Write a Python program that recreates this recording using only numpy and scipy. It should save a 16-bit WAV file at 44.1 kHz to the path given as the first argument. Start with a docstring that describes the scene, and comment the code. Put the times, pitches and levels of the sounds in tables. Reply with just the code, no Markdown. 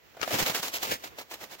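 """Flapping model flies away

A small flapping-wing model is let go by hand over a grass field, with a few knocks and a clack.
Each wing stroke snaps the thin film taut, crinkles it and pushes air. Single creases tick, and
the wings thump as they billow out close by. The beats fade with distance over a faint breeze."""
import sys
import numpy as np
from scipy import signal
from scipy.fft import rfft, irfft
from scipy.io import wavfile
from scipy.ndimage import map_coordinates

SR = 44100
rng = np.random.default_rng(int(sys.argv[2]) if len(sys.argv) > 2 else 0)


def dump_mix(stems):
    """Bounce the given channels to the path in sys.argv[1] as a 16-bit WAV at rate SR."""
    frames = np.atleast_2d(stems).T  # one column per channel
    limited = np.clip(frames, -1, 1)  # hard clip at full scale
    pcm = np.round(limited * 32767).astype(np.int16)
    wavfile.write(sys.argv[1], SR, pcm)


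N = 70560
T, HZ = np.arange(N) / SR, np.fft.rfftfreq(N, 1 / SR)

# Tone colours, showing which pitches are strong in each sound: f/Hz, relative level/dB
BREEZE_TONE = [(20, -24), (60, 6), (150, 1), (260, 1.5), (460, 4), (1000, -1.5), (2200, 0), (4000, -7.5),
               (7000, -11), (9400, -27), (12500, -14), (16000, -7)]
KNOCK_TONE = [(40, -8), (180, -9), (380, -1), (680, 6.5), (1000, -3), (1500, -4.5), (2200, -9.5),
              (5000, -17.5), (9400, -30), (15000, -20)]
TICK_TONE = [(100, -5), (500, -5), (1300, 3), (4800, -1.5), (7000, -1.5), (9400, -27), (15000, -11)]
FILM_TONE = [(60, -24.5), (160, -17), (300, -1), (520, 1.5), (850, 1.5), (1400, -1), (2400, -0.5),
             (4000, -3.5), (7000, -6), (9400, -16.5), (12000, -9.5), (16000, -7)]
AIR_PUSH_TONE = [(20, -10), (60, -15.5), (110, 1.5), (165, -3.5), (230, -0.5), (450, -4), (800, -12.5),
                 (2000, -28.5), (8000, -82)]
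CLACK_TONE = [(60, -19), (300, 0), (750, 0.5), (1000, -1.5), (1330, 7), (1750, -2), (2600, -1), (3800, -6),
              (5500, -7), (9400, -25), (13000, -19.5), (16000, -24)]
# Knocks of the hand on the model: t/s, level/dB, fall/s
HAND_KNOCKS = [(0.1487, -46.5, 0.0049), (0.1689, -42.5, 0.011), (0.196, -43, 0.0048), (0.2766, -25, 0.0035),
               (0.3084, -29.5, 0.0069)]
# Dry ticks, first the release catch letting go, then single creases flipping over: t/s, level/dB
SHARP_TICKS = [(0.2147, -23), (0.3528, -26), (0.3932, -34), (0.406, -26), (0.4628, -22), (0.4727, -27),
               (0.5636, -30), (0.7547, -32), (0.784, -32), (0.8304, -25.5), (1.0437, -35), (1.221, -46)]
# Rustle of the slack film between strokes: t/s, level/dB
SLACK_RUSTLE = [(.225, -42), (.262, -41.5), (.305, -35.5), (.333, -27.5), (.375, -37.5), (.45, -41.5),
                (.525, -38.5), (.61, -69), (.71, -45.5), (.8, -44), (.826, -43.5), (.86, -37), (.91, -31.5),
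                (.95, -34.5), (.98, -50), (1.12, -62), (1.27, -64), (1.38, -55), (1.6, -58)]
# Wing strokes: t/s, length/s, crinkle/dB, opening snap/dB, closing snap/dB, air push/dB, treble/dB
WING_STROKES = [(0.342, 0.014, -24.5, -24.5, -26.5, -37.5, -5.5),
                (.391, 0.034, -27.5, -33, -25.5, -37.5, 2.5),
                (0.464, 0.0335, -29.5, -28.5, -25.5, -50, 0.5), (0.548, 0.049, -34, -28.5, -37, -62, 4),
                (0.63, 0.052, -39, -33, -36.5, -52, 6.5), (0.739, 0.034, -36.5, -34.5, -60, -71, 6),
                (0.829, 0.023, -33, -35, -35, -71, 3), (0.914, 0.0056, -37, -27, -27.5, -40.5, 1.5),
                (1.039, 0.037, -41, -35.5, -44.5, -63, -2), (1.186, 0.027, -41, -35, -41, -63, -1),
                (1.315, 0.025, -41, -58, -38, -64, 1), (1.414, 0.023, -41.5, -60, -38.5, -56.5, -0.5),
                (1.513, 0.037, -43.5, -62, -47.5, -58, 0), (1.594, 0.029, -49, -64.5, -54, -69, -0.5)]
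# Clacks of the frame as it is let go: t/s, level/dB, rise/s, fall/s
FRAME_CLACKS = [(0.2304, -26.5, 0.0009, 0.0014), (0.2356, -28.5, 0.012, 0.0078)]
# Thumps of the wings billowing out: t/s, level/dB, deep share (0 to 1)
WING_THUMPS = [(0.342, -27.5, 0.37), (0.393, -39, 0), (0.426, -28, 0.98), (.499, -28.5, 0.46),
               (0.552, -45, 0.2), (0.599, -39, 0.84), (0.921, -27, 0)]
# Hollow notes of the taut wing: f/Hz, level/dB
WING_NOTES = [(345, -16), (510, -2), (615, 1)]
# Where the model is heard: t/s, right side's delay/ms, left minus right/dB, width
FLIGHT_PATH = [(.33, 0.35, 2, 3.1), (.42, 0.33, 0, 8.3), (0.556, 0.084, -0.5, 0.35), (.65, 0.15, 0.2, 2.8),
               (.74, .27, 0, 0.22), (.84, 0.25, 0, 2), (.91, 0.45, 1, 0.37), (.95, 0.45, -0.5, 0.32),
               (1.06, 0.35, -0.5, 1.1), (1.2, 0.2, -0.5, 0.5), (1.33, 0.12, 0, 0.78), (1.6, 0.044, -3, 5.6)]
# How alike left and right are at width 1: f/Hz, likeness (0 to 1)
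SIDE_LIKENESS = [(40, 0.41), (250, 0.78), (600, 0.9), (1500, 0.75), (5000, 0.17), (16000, 0.062)]
# How the two microphones differ in tone: f/Hz, left minus right/dB
MIC_BALANCE = [(100, -1), (600, -0.7), (1300, -0.5), (2600, -3), (5000, -3), (9000, 0.7), (15000, -0.4)]


def amp(db):
    """Turns decibels into a factor to multiply by."""
    return 10 ** (np.asarray(db) / 20)


def unit_power(x):
    """Scales a signal to an average power of 1."""
    return x / np.sqrt(np.mean(x ** 2) + 1e-20)


def curve(points):
    """Joins (frequency, value) points into a curve over all frequencies."""
    hz, value = np.transpose(points)
    return np.interp(np.log(HZ + 1), np.log(hz + 1), value)


def colour(x, tone):
    """Gives a sound a tone colour; white noise keeps its power."""
    cepstrum = irfft(np.log(unit_power(amp(curve(tone)))), N)
    cepstrum[1:N // 2] *= 2  # folded so the filter rings only after a hit
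    cepstrum[N // 2 + 1:] = 0
    taps = irfft(np.exp(rfft(cepstrum)), N)[:4096]
    return signal.fftconvolve(x, taps[None], axes=1)[:, :N]


def pair(signals, width=1):
    """Makes two unrelated signals partly alike; the wider the source, the less alike."""
    hz, t, (left, other) = signal.stft(signals, SR, nperseg=256)
    likeness = np.interp(hz, HZ, curve(SIDE_LIKENESS))
    same = likeness[:, None] ** np.interp(t, T, width * np.ones(N))
    right = same * left + np.sqrt(1 - same ** 2) * other
    return signal.istft(np.array([left, right]), SR, nperseg=256)[1][:, :N]


def noise(width=1):
    """An even hiss (white noise), left and right."""
    return pair(rng.standard_normal((2, N)), width)


def treble(x, corner_hz=1940):
    """The high part of a sound."""
    return irfft(rfft(x) * HZ ** 2 / (HZ ** 2 + corner_hz ** 2), N)


def burst(start, rise, fall, hold=0):
    """A loudness shape that swells up to the start, holds, then dies away."""
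    return np.exp(np.minimum(T - start, 0) / rise - np.maximum(T - start - hold, 0) / fall)


def waver(rate_hz):
    """A smooth random wobble, mostly slower than the given rate."""
    return unit_power(irfft(rfft(rng.standard_normal(N)) * np.exp(-(HZ / rate_hz) ** 2), N))


def breeze(level_db=-57, waver_db=1.6, gust_s=1.135, gust_half_s=0.032, gust_db=5.5):
    """Faint, wavering wind in dry grass, with one brief gust that lifts its lower part."""
    air = colour(noise(width=13), BREEZE_TONE) * amp([[-0.8], [0.8]])
    gust = amp(gust_db * np.exp(-((T - gust_s) / gust_half_s) ** 2))
    high = treble(air)
    return amp(level_db + waver_db * waver(rate_hz=7.8)) * (high + gust * (air - high))


def knocks(rise_s=0.00035):
    """Handling the model makes a few dull knocks."""
    hits = sum(amp(db) * burst(t, rise_s, fall) for t, db, fall in HAND_KNOCKS)
    return colour(hits * noise(), KNOCK_TONE)


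def ticks(rise_s=0.0003, fall_s=0.0019):
    """The release catch lets go with a dry, bright tick, and single creases then flip over with ticks of the
    same colour."""
    flips = sum(amp(db) * burst(t, rise_s, fall_s) for t, db in SHARP_TICKS)
    return colour(flips * noise(), TICK_TONE)


def crinkle(clicks_per_s=5000, spread_db=3.5, hiss_share=0.72, pops_per_s=80, pop_db=1, pop_s=0.00073):
    """The film buckles in tiny clicks over a fluttering hiss; now and then a larger crease pops."""
    sizes = amp(spread_db * np.minimum(rng.exponential(1, N), 4))
    buckles = rng.random(N) < clicks_per_s / SR
    clicks = unit_power(sizes * buckles * rng.choice([-1., 1.], (2, N)))
    grains = np.sqrt(1 - hiss_share) * clicks + np.sqrt(hiss_share) * rng.standard_normal((2, N))
    pop_starts = 1. * (rng.random(N) < pops_per_s / SR)
    pops = signal.lfilter([1], [1, -np.exp(-1 / (pop_s * SR))], pop_starts)  # each dies away
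    pop_gain = unit_power(np.hypot(1, amp(pop_db) * pops))
    flutter = amp(0.95 * waver(rate_hz=103))
    t, _, _, width = np.transpose(FLIGHT_PATH)
    return pair(grains, np.interp(T, t, width)) * pop_gain * flutter


def slack_rustle(rise_db_per_s=490.5):
    """How strongly the loose film rustles, starting quickly at the release."""
    fade_in_db = rise_db_per_s * np.minimum(T - SLACK_RUSTLE[0][0], 0)
    return amp(np.interp(T, *np.transpose(SLACK_RUSTLE)) + fade_in_db)


def clacks(side_db=6):
    """The light frame clacks as it is let go, off to the left."""
    hits = sum(amp(db) * burst(t, rise, fall) for t, db, rise, fall in FRAME_CLACKS)
    return colour(hits * noise(width=9.9), CLACK_TONE) * amp([[side_db], [-side_db]])


def snap(start, db, rise_s, fall_s=0.013):
    """The power of the film going taut with a short rattle."""
    return (amp(db) * burst(start, rise_s, fall_s, hold=0.0017)) ** 2


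def wings(swell_s=0.011, relax_s=0.0094, snap_rise_s=0.00062, sag_db=2.5, slack_air_db=-14.5):
    """Each stroke snaps the film at both ends, crinkles it in between and pushes air."""
    rustle = slack_rustle()
    low_power, high_power = rustle ** 2, rustle ** 2
    push = amp(slack_air_db) * rustle  # even slack film stirs some air
    for start, length, crinkle_db, open_db, close_db, push_db, treble_db in WING_STROKES:
        end = start + length
        lead_in = amp(np.interp(T, [start - snap_rise_s, start], [-1, 0]))  # softer before the snap
        stroke = burst(start, swell_s, relax_s, hold=length) * lead_in
        crinkling = amp(crinkle_db + np.interp(T, [start, end], [sag_db / 2, -sag_db / 2])) * stroke
        power = crinkling ** 2 + snap(start, open_db, snap_rise_s) + snap(end, close_db, snap_rise_s)
        low_power += power
        high_power += power * amp(treble_db) ** 2
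        push += amp(push_db) * stroke * np.interp(T, [start, end], [0.57, 1])  # grows over the stroke
    grains = crinkle()
    high = treble(grains)
    film = np.sqrt(low_power) * (grains - high) + np.sqrt(high_power) * high
    return colour(film, FILM_TONE) + colour(push * noise(), AIR_PUSH_TONE)


def billows(deep_hz=170, rise_s=0.0018, fall_s=0.0034):
    """The wings billow out with short thumps: hollow notes plus a deep swing of the whole film."""
    thumps = np.zeros(N)
    for t, db, deep_share in WING_THUMPS:
        hollow = sum(amp(note_db) * np.sin(2 * np.pi * (hz * (T - t) + rng.random()))
                     for hz, note_db in WING_NOTES)
        deep = np.sin(2 * np.pi * deep_hz * (T - t))
        ring = np.sqrt(1 - deep_share) * hollow + np.sqrt(2 * deep_share) * deep
        thumps += amp(db) * burst(t, rise_s, fall_s) * ring
    return thumps


def wake(time_s=0.428, half_length_s=0.016, level_db=-40.5):
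    """Air thrown off by the nearest stroke hits each microphone with a deep puff."""
    puff = amp(level_db) * np.exp(-((T - time_s) / half_length_s) ** 2)
    return puff * np.array([waver(rate_hz=90) for _ in range(2)])


def flight(x):
    """Places the model: its sound reaches the right side later, and the balance shifts."""
    t, delay_ms, balance_db, _ = np.transpose(FLIGHT_PATH)
    delay_samples = np.interp(T, t, delay_ms) * SR / 1000
    right = map_coordinates(x[1], [np.arange(N) - delay_samples], order=5)
    side = amp(np.interp(T, t, balance_db) / 2)
    return np.array([x[0] * side, right / side])


def scene():
    """The breeze, the launch and the flight together."""
    return breeze() + knocks() + clacks() + flight(ticks() + wings() + billows()) + wake()


def record(dry, top_hz=16000):
    """Gives each microphone its own tone and cuts the very highest treble."""
    heard = irfft(rfft(dry) * amp(np.outer([1, -1], curve(MIC_BALANCE)) / 2), N)
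    low_pass = signal.firwin(511, top_hz, window=("kaiser", 9), fs=SR)
    return signal.oaconvolve(heard, low_pass[None], "same")


dry = scene()
out = record(dry)
dump_mix(out)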